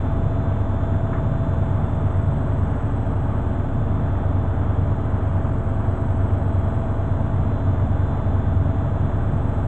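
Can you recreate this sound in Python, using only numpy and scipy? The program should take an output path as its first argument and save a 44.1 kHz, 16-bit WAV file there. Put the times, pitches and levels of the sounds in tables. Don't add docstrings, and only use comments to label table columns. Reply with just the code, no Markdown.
import sys
import numpy as np
from scipy import signal
from scipy.fft import rfft, irfft, next_fast_len
from scipy.io import wavfile
from scipy.ndimage import map_coordinates

SR = 44100
rng = np.random.default_rng(int(sys.argv[2]) if len(sys.argv) > 2 else 0)


def digitize_waveform(pressure):
    field = np.atleast_2d(pressure).T
    bounded = np.clip(field, -1, 1)
    quanta = np.round(bounded * 32767).astype(np.int16)
    wavfile.write(sys.argv[1], SR, quanta)


N = 426447
T = np.arange(N) / SR
DRUM_HZ, MOTOR_HZ, BELT_HZ = 22.74, 219.85, 19


def undb(db):
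    return 10 ** (np.asarray(db) / 20)


def curves(table):
    seconds, *columns = np.transpose(table)
    return [np.interp(T, seconds, column) for column in columns]


def unit(x):
    return x / np.sqrt(np.mean(x ** 2))


def colour(noise, points):
    size = next_fast_len(N)
    hz, db = np.transpose(points)
    bin_hz = np.maximum(np.fft.rfftfreq(size, 1 / SR), 1)
    gain = undb(np.interp(np.log(bin_hz), np.log(hz), db))
    return irfft(rfft(noise, size) * gain, size)[:N] * np.sqrt(SR / 2)


def band(order, low_hz, high_hz):
    return signal.butter(order, [low_hz, high_hz], "bandpass", fs=SR, output="sos")


def wander(rate):
    steps = rng.standard_normal(2048)
    coarse_s = T[::64]
    coarse = map_coordinates(steps, [coarse_s * rate], order=3, mode="wrap")
    return unit(np.interp(T, coarse_s, coarse))


def tone(turns, db):
    return np.sqrt(2) * undb(db) * np.sin(2 * np.pi * (turns + rng.random()))


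def harmonics(turns, table, waver_db):
    return sum(tone(round(multiple) * turns, db + waver_db * wander(5)) for multiple, db in table)


def each_turn(turns, count):
    return unit(np.interp(turns % 1, np.arange(count) / count, rng.standard_normal(count), period=1))


def water_spits(rise_s=.008):
    # start in seconds, peak level in dB, fading time in seconds.
    spits = [(1.125, -33.5, 0.04), (7.795, -38.5, 0.013)]
    # frequency in Hz, relative strength of the splash in dB.
    splash_colour = [(500, -19), (1050, 4.5), (1600, 0), (2200, -11.5), (3000, -32), (5000, -69)]
    loudness = 0
    for start_s, db, fade_s in spits:
        age = np.maximum(T - start_s, 0)
        rise = np.minimum(age / rise_s, 1)
        fade = np.exp(-np.maximum(age - rise_s, 0) / fade_s)
        loudness = loudness + undb(db) * rise * fade
    return loudness * unit(colour(rng.standard_normal(N), splash_colour))


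def slot_whistle(shaft_turns, speed_swing, quiet_db=-81.5, loud_db=-73):
    ringing_swing, width = -.06, .78
    nearness = np.exp(-((speed_swing - ringing_swing) / width) ** 4)
    flutter = 1 + .5 * np.sin(2 * np.pi * (BELT_HZ * T + .1 * wander(8)))
    return flutter * tone(36 * shaft_turns, quiet_db + (loud_db - quiet_db) * nearness)


def motor(drum_turns, speed_swing):
    # time in seconds, then levels in dB of the tones at 3 and 16 times the motor's speed.
    main_levels = [(0.0, -38.5, -63.5), (1.6, -38.5, -63.5), (2.5, -44, -66.5), (3.1, -46.5, -71.5),
                   (4.0, -44.5, -64.5), (4.9, -42, -67.5), (5.7, -41.5, -75), (6.9, -40, -68.5),
                   (8.1, -41, -64), (9.67, -45.5, -67)]
    # multiple of the motor's speed, usual level in dB.
    other_tones = [(1, -43.5), (4, -58), (7, -59.5), (13, -78.5), (15, -73), (18, -76), (20, -84.5),
                   (23, -90.5), (24, -87.5), (26, -89.5), (28, -82.5), (29, -90.5), (30, -83), (31, -89),
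                   (32, -81), (34, -82)]
    hum_db, whine_db = curves(main_levels)
    shaft_turns = drum_turns * MOTOR_HZ / DRUM_HZ
    turns = shaft_turns + .003 * np.sin(2 * np.pi * drum_turns) + .0012 * wander(18)
    hum = tone(3 * turns, hum_db)
    silent_at_s, fade_every_s = 2.06, 2.95
    fading = np.sin(np.pi * (T - silent_at_s) / fade_every_s)
    belt = fading * tone(3 * turns + BELT_HZ * T, db=-44.5)
    whine = tone(16 * turns, whine_db)
    others = undb(1.2 * speed_swing) * harmonics(turns, other_tones, waver_db=1.8)
    return hum + belt + whine + others + slot_whistle(shaft_turns, speed_swing)


def air_rush(turns, sway, speed_swing, chatter_db=-8, pulsing=.1):
    # frequency in Hz, strength of the rush in dB.
    rush_colour = [(150, -80.5), (390, -64), (510, -66), (600, -60), (700, -65.5), (950, -67),
                   (1250, -69.5), (1550, -74.5), (2000, -84), (2600, -90.5), (3400, -92.5), (4400, -114),
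                   (5700, -113), (7200, -105), (7950, -106), (8500, -128)]
    slowness = np.maximum(-speed_swing, 0)
    surge_db = (slowness - .2) * sway + .5 * wander(9)
    air = rng.standard_normal(N) * (1 + pulsing * each_turn(turns, count=20))
    spray = signal.sosfiltfilt(band(2, 750, 2600), air)
    rattles = each_turn(turns + .002 * wander(14), count=1900)
    chatter = signal.sosfilt(band(3, 850, 1350), rattles)
    return colour(air + (undb(surge_db) - 1) * spray + undb(chatter_db) * chatter, rush_colour)


def cabinet(flicker_db=1.3):
    # time in seconds, boost or cut in dB where the side panels ring.
    panel_levels = [(0.0, -1), (1.8, 2.5), (3.2, -1.5), (4.5, 0), (5.9, -3.5), (6.7, -.8), (9.67, 0)]
    # frequency in Hz, strength of the rumble of tub and panels in dB.
    rumble_colour = [(8, -66), (28, -57.5), (42, -62), (58, -55.5), (78, -52), (98, -49.5), (124, -48),
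                     (148, -47), (166, -48.5), (186, -64), (230, -53), (275, -58), (330, -68.5),
                     (1500, -140)]
    # pitch of a bearing or belt tone in Hz, width in Hz (wider wavers faster), level in dB.
    bearing_tones = [(144.4, 4, -34.5), (251.7, 2, -46.5), (262.3, 2, -47.5), (276.4, 1.5, -39.5),
                     (364.5, 2.5, -43.5), (3207, 5.9, -72.5)]
    panel_db, = curves(panel_levels)
    shake = undb(panel_db + flicker_db * wander(5))
    rumble = colour(rng.standard_normal(N), rumble_colour)
    bearings = 0
    for hz, width_hz, db in bearing_tones:
        slip = .13 * wander(2 * width_hz)
        waver_db = 1.3 * wander(3 * width_hz)
        bearings = bearings + tone(hz * T + slip, db + waver_db)
    deep_ring = signal.sosfiltfilt(band(2, 120, 190), rumble + bearings)
    return rumble + bearings + (shake - 1) * deep_ring


def drain_pump(mains_hz=50):
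    # multiple of the mains frequency, level in dB.
    pump_tones = [(2, -27), (4, -41), (6, -51.5), (8, -68.5), (14, -61)]
    return harmonics(mains_hz * T, pump_tones, waver_db=-.06)


def tub_sway(period_s=.646, peak_at_s=4.68):
    return np.cos(2 * np.pi * ((T - peak_at_s) / period_s + .057 * wander(1)))


def drum(turns, sway, boom_hz=90.3, boom_width_hz=4.5):
    # multiple of the drum's speed, level in dB.
    hum_tones = [(1, -28.5), (2, -43.5), (3, -29), (5, -32), (9, -43), (10, -43.5), (13, -45.5), (14, -53),
                 (15, -54), (18, -62), (19, -50.5), (20, -47.5), (21, -52.5), (32, -57.5), (33, -54.5),
                 (34, -53), (35, -51.5), (36, -56.5), (38, -53), (43, -54)]
    # time in seconds, boost or cut of the cabinet's boom in dB.
    boom_levels = [(0.0, -1.5), (0.7, -3), (1.6, 2), (2.5, -1), (3.3, -4), (3.9, -4.5), (4.6, 0.5),
                   (5.2, 0.5), (5.8, -4), (6.3, 1), (7.2, 0.5), (8.3, 1.5), (9.67, 0)]
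    driving_tone = (1 + .37 * sway) * tone(4 * turns, db=-27.5)
    unevenness = wander(2 * boom_width_hz) + 1j * wander(2 * boom_width_hz)
    ringing = undb(-29.5) * unit(np.real(unevenness * np.exp(2j * np.pi * boom_hz * T)))
    boom_db, = curves(boom_levels)
    return harmonics(turns, hum_tones, waver_db=.85) + undb(boom_db) * (driving_tone + ringing)


def scene(swing_period_s=7.4, fastest_at_s=.7):
    speed_swing = np.cos(2 * np.pi * (T - fastest_at_s) / swing_period_s)
    sway = tub_sway()
    drum_hz = DRUM_HZ * (1 + .0015 * speed_swing) * (1 + .0001 * wander(1.5))
    turns = np.cumsum(drum_hz) / SR
    pump = drain_pump()
    spin = drum(turns, sway) + cabinet() + air_rush(turns, sway, speed_swing) + motor(turns, speed_swing)
    return (spin + pump + water_spits())[None]


def record(dry, mirror_hz=8000, top_hz=8100, fade_s=.004):
    hiss = signal.sosfilt(band(4, 7600, 8050), dry)
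    mirrored = undb(-3) * hiss * 2 * np.cos(2 * np.pi * (2 * mirror_hz) * T)
    fades = np.minimum(np.minimum(T, T[::-1]) / fade_s, 1)
    treble_cut = signal.ellip(8, .2, 70, top_hz, fs=SR, output="sos")
    return signal.sosfilt(treble_cut, (dry + mirrored) * fades)


dry = scene()
out = record(dry)
digitize_waveform(out)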